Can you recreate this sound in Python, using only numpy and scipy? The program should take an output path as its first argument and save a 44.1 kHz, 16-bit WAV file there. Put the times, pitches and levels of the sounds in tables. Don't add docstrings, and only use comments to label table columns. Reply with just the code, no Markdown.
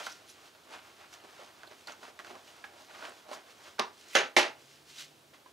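import sys
import numpy as np
from scipy import signal
from scipy.fft import rfft, irfft
from scipy.io import wavfile
from scipy.ndimage import uniform_filter1d

SR = 44100
rng = np.random.default_rng(int(sys.argv[2]) if len(sys.argv) > 2 else 0)


def materialize(psi):
    bounded = np.clip(np.atleast_2d(psi).T, -1, 1)
    quanta = np.round(bounded * 32767).astype(np.int16)
    wavfile.write(sys.argv[1], SR, quanta)


def how_loud(loudness_db):
    steps = np.asarray(loudness_db, float) / 20
    return 10 ** steps


N = 243541
TIME = np.arange(N) / SR


def read(table, hz):
    f, v = np.transpose(table)
    return np.interp(np.log(np.maximum(hz, 1)), np.log(np.maximum(f, 1)), v)


def unit(x):
    return x / np.sqrt(np.mean(x ** 2))


def colour(x, table, size=4096):
    hz = np.arange(size // 2 + 1) * SR / size
    cep = irfft(np.log(how_loud(read(table, hz))))
    cep[1:size // 2] *= 2
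    cep[size // 2 + 1:] = 0
    impulse = irfft(np.exp(rfft(cep)))
    impulse = np.broadcast_to(impulse, x.shape[:-1] + (size,))
    return signal.fftconvolve(x, impulse, axes=-1)[..., :x.shape[-1]]


def band(x, lo_hz, hi_hz):
    return signal.sosfilt(signal.butter(2, [lo_hz, hi_hz], "band", fs=SR, output="sos"), x)


def soft_low(x, hz):
    return signal.sosfilt(signal.butter(1, hz, fs=SR, output="sos"), x)


def walk(rate):
    hold = int(SR / rate)
    levels = rng.standard_normal(N)[np.arange(N) // hold]
    return 1.26 * uniform_filter1d(levels, hold)


def effort(rows):
    span_db = 17.5
    bend = 1.14
    s, db, rise, fall = np.transpose(rows)[:, :, None]
    before = (s - TIME) / np.maximum(rise, .003)
    after = (TIME - s) / np.maximum(fall, .003)
    away = np.where(TIME < s, before, after)
    return np.sqrt(np.sum(how_loud(2 * (db - span_db * away ** bend)), axis=0))


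def room_air():
    # [f/Hz, density/dB per Hz]
    air_spectrum = [(12, -77), (20, -59), (81, -3.5), (187, -8), (337, 1.5), (590, -5), (660, -2),
                    (738, -4.5), (1150, -7.5), (1480, -7), (1910, -11), (3160, -9), (6180, -15),
                    (14300, -22), (16000, -26)]
    air = unit(colour(rng.standard_normal((2, N)), air_spectrum, size=8192))
    return air * how_loud(-61 + 0.13 * walk(5.3))


def hum():
    # [t/s, f/Hz, level/dB]
    motor_path = [(4.5, 131.6, -62), (4.522, 135, -78), (4.606, 134, -72.5), (4.966, 148, -74),
                  (5.12, 148, -70), (5.18, 146.3, -83), (5.302, 142, -71), (5.35, 145, -83)]
    s, hz, db = np.transpose(motor_path)
    level = how_loud(np.interp(TIME, s, db, -120, -120))
    phase = 2 * np.pi * np.cumsum(np.interp(TIME, s, hz)) / SR
    return np.sqrt(2) * level * np.sin(phase)


def fibres(spread_db, flicker_db, rate):
    # [f/Hz, density/dB per Hz]
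    denim_colour = [(71, -76), (120, -24), (141, -16.5), (213, -13), (314, -10), (557, -7), (617, -2.5),
                    (1140, -0.5), (1430, 0.5), (1790, -3), (6240, -11), (16000, -31.5)]
    sizes = np.minimum(rng.exponential(size=N), 6)
    slips = rng.standard_normal((2, N)) * how_loud(spread_db * sizes)
    return colour(slips * how_loud(flicker_db * walk(rate)), denim_colour)


def cloth():
    # [t/s, rub level/dB, fall/s, fold over rub/dB]
    sudden_slips = [(0.0, -41, 0.072, -4.5), (.072, -51, 0.044, 4), (.554, -66, 0.054, 0),
                    (1.248, -55.5, 0.029, 8.5), (1.641, -59, 0.044, 5), (1.705, -58.5, 0.16, -2.5),
                    (1.875, -48, 0.089, -1.5), (2.197, -49.5, 0.026, 4.5), (2.649, -52.5, .04, -6),
                    (4.565, -67, .1, 6), (5.338, -57.5, .05, -6), (5.465, -66, 0.04, -4)]
    # [t/s, rub level/dB, rise/s, fall/s, fold over rub/dB]
    slow_drags = [(.21, -65, 0.082, 0.19, 0), (.468, -61, 0.22, .07, -4), (.66, -77, .1, .1, 2),
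                  (0.741, -47.5, 0.072, 0.065, -2.5), (.85, -58, 0.28, 0.34, -11),
                  (1.01, -56, 0.075, 0.16, -4), (1.15, -59, .07, .2, -1), (1.3, -61.5, 0.085, 0.19, -16),
                  (1.42, -57.5, 0.27, 0.2, -2.5), (1.59, -60.5, 0.14, 0.29, -6),
                  (2.044, -59.5, 0.062, 0.047, 6.5), (2.095, -52.5, 0.089, 0.027, -3),
                  (2.262, -54.5, .02, 0.093, -4), (2.31, -54.5, 0.15, 0.13, 2.5),
                  (2.489, -61, 0.11, .15, -2.5), (2.571, -57.5, 0.14, 0.25, -6),
                  (2.806, -63.5, 0.22, 0.071, 3.5), (2.938, -53.5, 0.083, 0.13, -8),
                  (3.054, -47, 0.17, 0.11, -1.5), (3.2, -58, 0.16, 0.063, -9),
                  (3.333, -49.5, 0.068, 0.099, 1.5), (3.49, -61, 0.22, 0.14, -3.5),
                  (3.68, -54.5, 0.16, 0.073, -4.5), (4.12, -59, 0.17, 0.12, -8)]
    # [t/s, level/dB, rise/s, fall/s]
    palm_sweeps = [(.068, -44.5, .06, 0.024), (.106, -50.5, .1, .1), (.3, -56, .06, 0.077),
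                   (.468, -60.5, .2, 0.047), (1.139, -51, .035, 0.019), (1.45, -60, .3, 0.087),
                   (1.8, -62, .1, 0.11), (1.905, -54.5, 0.059, 0.048), (2.044, -55.5, .07, 0.044),
                   (2.317, -62, .2, 0.23), (2.489, -57, .08, 0.078), (2.806, -59.5, .13, 0.16),
                   (3.175, -62, .1, 0.071), (3.34, -49, .05, 0.047), (3.51, -59, 0.05, 0.071),
                   (3.66, -58, .13, 0.16), (3.93, -64, .05, 0.049), (3.996, -58, .05, 0.18),
                   (4.11, -52.5, .07, 0.11), (4.151, -43, .02, .02), (4.6, -63.5, .1, 0.18),
                   (4.728, -59.5, .2, 0.15), (4.9, -54, 0.056, 0.25), (5.0, -43, .055, .065),
                   (5.36, -67, 0.04, .06)]
    slip_rise_s, nap_db = 0.0069, -6
    hands_off_s = 4.151
    palm_flat_s = [(3.775, 3.93), (4.151, 4.56)]

    fold_noise = band(fibres(2.16, 2.1, 40), 188, 800)
    rub_noise = band(fibres(4.0, 2.16, 50), 716, 3700)
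    brush_noise = band(fibres(3.6, 0.33, 60), 2730, 19700)

    moves = [(s, db, slip_rise_s, fall, over) for s, db, fall, over in sudden_slips] + list(slow_drags)
    fold = effort([(s, db + over, rise, fall) for s, db, rise, fall, over in moves])
    rub = effort([(s, db, rise, fall) for s, db, rise, fall, over in moves])
    brush = np.hypot(effort(palm_sweeps), how_loud(nap_db) * rub)

    fidget = how_loud(np.array([[-72.5], [-75], [-71]])) * (TIME < hands_off_s)
    still = sum((TIME > a) & (TIME < b) for a, b in palm_flat_s)
    gains = np.hypot([fold, rub, brush], fidget) * (1 - still)
    layers = [fold_noise, rub_noise, brush_noise]
    return sum(unit(x) * uniform_filter1d(gain, size=128) for x, gain in zip(layers, gains))


def strokes():
    # [t/s, peak level/dB, centre f/Hz, length/s]
    skin_strokes = [(.115, -41, 5540, 0.017), (0.282, -50, 6040, .04), (0.265, -52.5, 9700, 0.072),
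                    (1.127, -46, 6170, 0.023), (1.665, -46.5, 3960, 0.023), (1.71, -46.5, 5000, 0.0087),
                    (1.869, -37, 4330, 0.011), (1.916, -45, 6100, 0.017), (2.806, -55, 4670, 0.029),
                    (3.088, -49, 8000, 0.016), (3.327, -46.5, 6000, 0.033), (4.127, -33.5, 2350, 0.02),
                    (4.131, -51, 6000, 0.023)]
    out, t = np.zeros(N), TIME[:4096]
    noises = rng.standard_normal((len(skin_strokes), 4096))
    for (s, db, hz, length), noise in zip(skin_strokes, noises):
        swell = np.sin(np.pi * np.clip(t / length, 0, 1)) ** 2
        hiss = unit(band(noise, hz / 1.105, hz * 1.15)) + 0.32 * unit(band(noise, 3400, 12000))
        start = int(s * SR)
        out[start:start + 4096] += how_loud(db - 11.0) * swell * hiss
    return out


def taps():
    # [t/s, peak level/dB, ring f/Hz, treble level/dB]
    edge_ticks = [(0.067, -23.5, 1386, -11.5), (0.55, -42.5, 1400, -5), (1.128, -45, 1460, -9),
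                  (1.239, -38.5, 400, -7), (1.393, -41, 523, -14), (1.633, -36.5, 1490, -7),
                  (1.675, -42.5, 660, -9), (1.711, -41.5, 406, -12), (1.872, -32.5, 4490, -30),
                  (1.883, -35.5, 1460, -22), (1.921, -35, 1520, -2), (2.031, -35.5, 1430, -18),
                  (2.081, -37.5, 715, -13), (2.191, -30.5, 1930, -1.5), (2.247, -35.5, 1450, -6),
                  (2.309, -41, 388, -24), (2.354, -36, 730, 3), (2.478, -45, 2920, -9),
                  (2.64, -32, 1650, -31), (3.024, -34, 1460, -20), (3.052, -31, 1534, -1),
                  (3.082, -37, 640, -17), (3.29, -37.5, 760, -11), (3.314, -30, 610, -13),
                  (3.331, -32, 1030, -24), (3.489, -50, 525, -5), (4.085, -42, 7000, -7),
                  (4.984, -34, 3880, -14), (5.33, -48, 530, -15), (5.46, -43, 1010, -32)]
    # [t/s, peak level/dB, ring f/Hz, treble level/dB, ring t60/s]
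    hand_contacts = [(2.6435, -35.5, 810, -22, 0.022), (3.784, -38, 1500, -20, 0.032),
                     (3.79, -28, 880, -13, 0.064), (3.7945, -17, 700, -8, 0.012),
                     (3.796, -16.5, 413, -4.5, 0.05), (3.7966, -16, 753, -8.5, 0.032),
                     (3.7957, -9.5, 3720, -1, 0.01), (3.8009, -15, 1030, -5, 0.011),
                     (4.1507, -13, 1660, -10, 0.014), (4.1549, -10, 1740, -10, 0.0077),
                     (4.1618, -16, 1497, -26, 0.031), (4.365, -11.5, 2170, -11, 0.03),
                     (4.3668, -9.5, 702, -12, 0.021), (4.381, -15.5, 647, -16, 0.064),
                     (4.3864, -10, 870, -12, 0.0071)]
    t60_1khz_s, damping = 0.033, 0.29
    out, t = np.zeros(N + 4096), TIME[:4096]
    rows = [(*row, t60_1khz_s * (1000 / row[2]) ** damping) for row in edge_ticks] + list(hand_contacts)
    noises = rng.standard_normal((len(rows), 4096))
    for (s, db, hz, treble_db, t60), noise in zip(rows, noises):
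        attack = np.minimum(t / 0.00024, 1)
        fade = how_loud(-60 * t / np.clip(t60, .004, .2)) * attack
        rough = band(fade * noise, hz / 1.86, hz * 1.56)
        ring = fade * np.sin(2 * np.pi * hz * t) + 0.66 * rough / np.abs(rough).max()
        crack = band(np.sign(noise) * how_loud(-60 * t / 0.0053), 1030, 4860)
        sound = ring + how_loud(treble_db + 8.5) * crack / np.abs(crack).max()
        start = int(s * SR)
        out[start:start + 4096] += how_loud(db - 3.5) * sound / np.abs(sound).max()
    return band(out[:N], 247, 19000)


def slaps():
    # [t/s, peak level/dB, first fall/dB per s, later fall/dB per s squared]
    palm_slaps = [
        (3.79, -17, 219, 903),
        (4.151, -5, 114, 905),
        (4.365, -4, 89, 887.5),
    ]
    # [f/Hz, density/dB per Hz]
    slap_colours = [
        [(40, -47), (190, -21), (300, -31), (420, -8), (700, -10), (1000, 5), (1600, -4), (3000, -14),
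         (4500, -18), (6300, -19), (10000, -59), (16000, -56)],
        [(40, -41), (170, -24.5), (310, -9), (500, -3.5), (1000, -9), (1600, -5.5), (3200, -9), (5200, -18),
         (6500, -14.5), (8000, -30), (11000, -32), (16000, -59)],
        [(40, -63), (190, -25), (260, -3), (500, 3), (1050, -2.5), (2250, 2.5), (3500, -2.5), (6500, -9.5),
         (8000, -17), (11500, -22), (16000, -73)],
    ]
    out, t = np.zeros((2, N)), TIME[:SR // 2]
    for (s, db, fall_db, bend_db), table in zip(palm_slaps, slap_colours):
        grain_db = 1.3 * rng.exponential(size=len(t)) + 1.25 * walk(248.6)[:len(t)]
        air = rng.standard_normal((2, len(t))) * how_loud(grain_db)
        attack = np.minimum(t / 0.0024, 1)
        air = air * how_loud(-fall_db * t - bend_db * t ** 2) * attack
        low = soft_low(air, 5500)
        treble = 1.25 * (air - low) * how_loud(-150 * t)
        burst = colour(low + treble, table)
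        start = int(s * SR)
        out[:, start:start + len(t)] += unit(burst) * how_loud(db - 27.0)
    return out


def room(x, wet_db):
    # [f/Hz, t60/s]
    decay_times = [(200, 0.26), (1000, 0.28), (4000, 0.24), (12000, 0.26)]
    t = TIME[:SR // 2]
    edge = np.sqrt(2)
    tail = np.zeros((2, len(t)))
    for hz in 60 * 2. ** np.arange(8):
        octave = band(rng.standard_normal((2, len(t))), hz / edge, hz * edge)
        tail += octave * how_loud(-60 * t / read(decay_times, hz))
    tail = soft_low(tail, 5000)
    tail = tail * np.clip(t / 0.0022 - .5, 0, 1)
    tail = tail / np.sqrt(np.sum(tail ** 2, axis=1, keepdims=True))
    wet = signal.fftconvolve(np.broadcast_to(x, (2, N)), tail, axes=1)[:, :N]
    return x + how_loud(wet_db) * wet


def ports(x, spread):
    # [f/Hz, coherence/0-1]
    port_likeness = [(60, 1), (290, 0.99), (640, 0.79), (1400, 0.67), (3100, 0.45), (6800, 0.94),
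                     (11000, 0.93), (13000, 0.96)]
    # [f/Hz, phase/radians]
    left_lead = [(60, -0.28), (200, -0.46), (430, -0.7), (1100, -0.99), (2400, -0.65), (3500, 0.14),
                 (6000, -0.17), (9000, -0.56), (11000, 0.19)]
    # [f/Hz, left minus right/dB]
    port_tilt = [(30, 4), (100, -1.5), (500, -2), (2000, -1.6), (5000, -1), (11000, 0.8)]
    hz = np.arange(N // 2 + 1) * SR / N
    like = 1 - np.clip(spread * (1 - read(port_likeness, hz)), 0, 1)
    turn = np.exp(.5j * read(left_lead, hz)) * how_loud(read(port_tilt, hz) / 2)
    a, b = rfft(x)
    left = a * turn
    right = (like * a + np.sqrt(1 - like ** 2) * b) / turn
    return irfft(np.array([left, right]), N)


def scene():
    air = ports(room_air(), 0.98)
    rustle = ports(room(cloth(), -15.0), 0.34)
    hits = room(taps() + strokes(), -9.5) + room(slaps(), -15.0)
    return air + hum() + rustle + ports(hits, 0.56)


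def band_limit(x):
    return signal.sosfilt(signal.butter(12, 16500, fs=SR, output="sos"), x)


def record(dry):
    thinned = signal.sosfilt(signal.butter(1, 30, "high", fs=SR, output="sos"), dry)
    mix = signal.sosfilt(signal.ellip(12, .2, 90, 15700, fs=SR, output="sos"), thinned)
    return band_limit(mix)


dry = scene()
out = record(dry)
materialize(out)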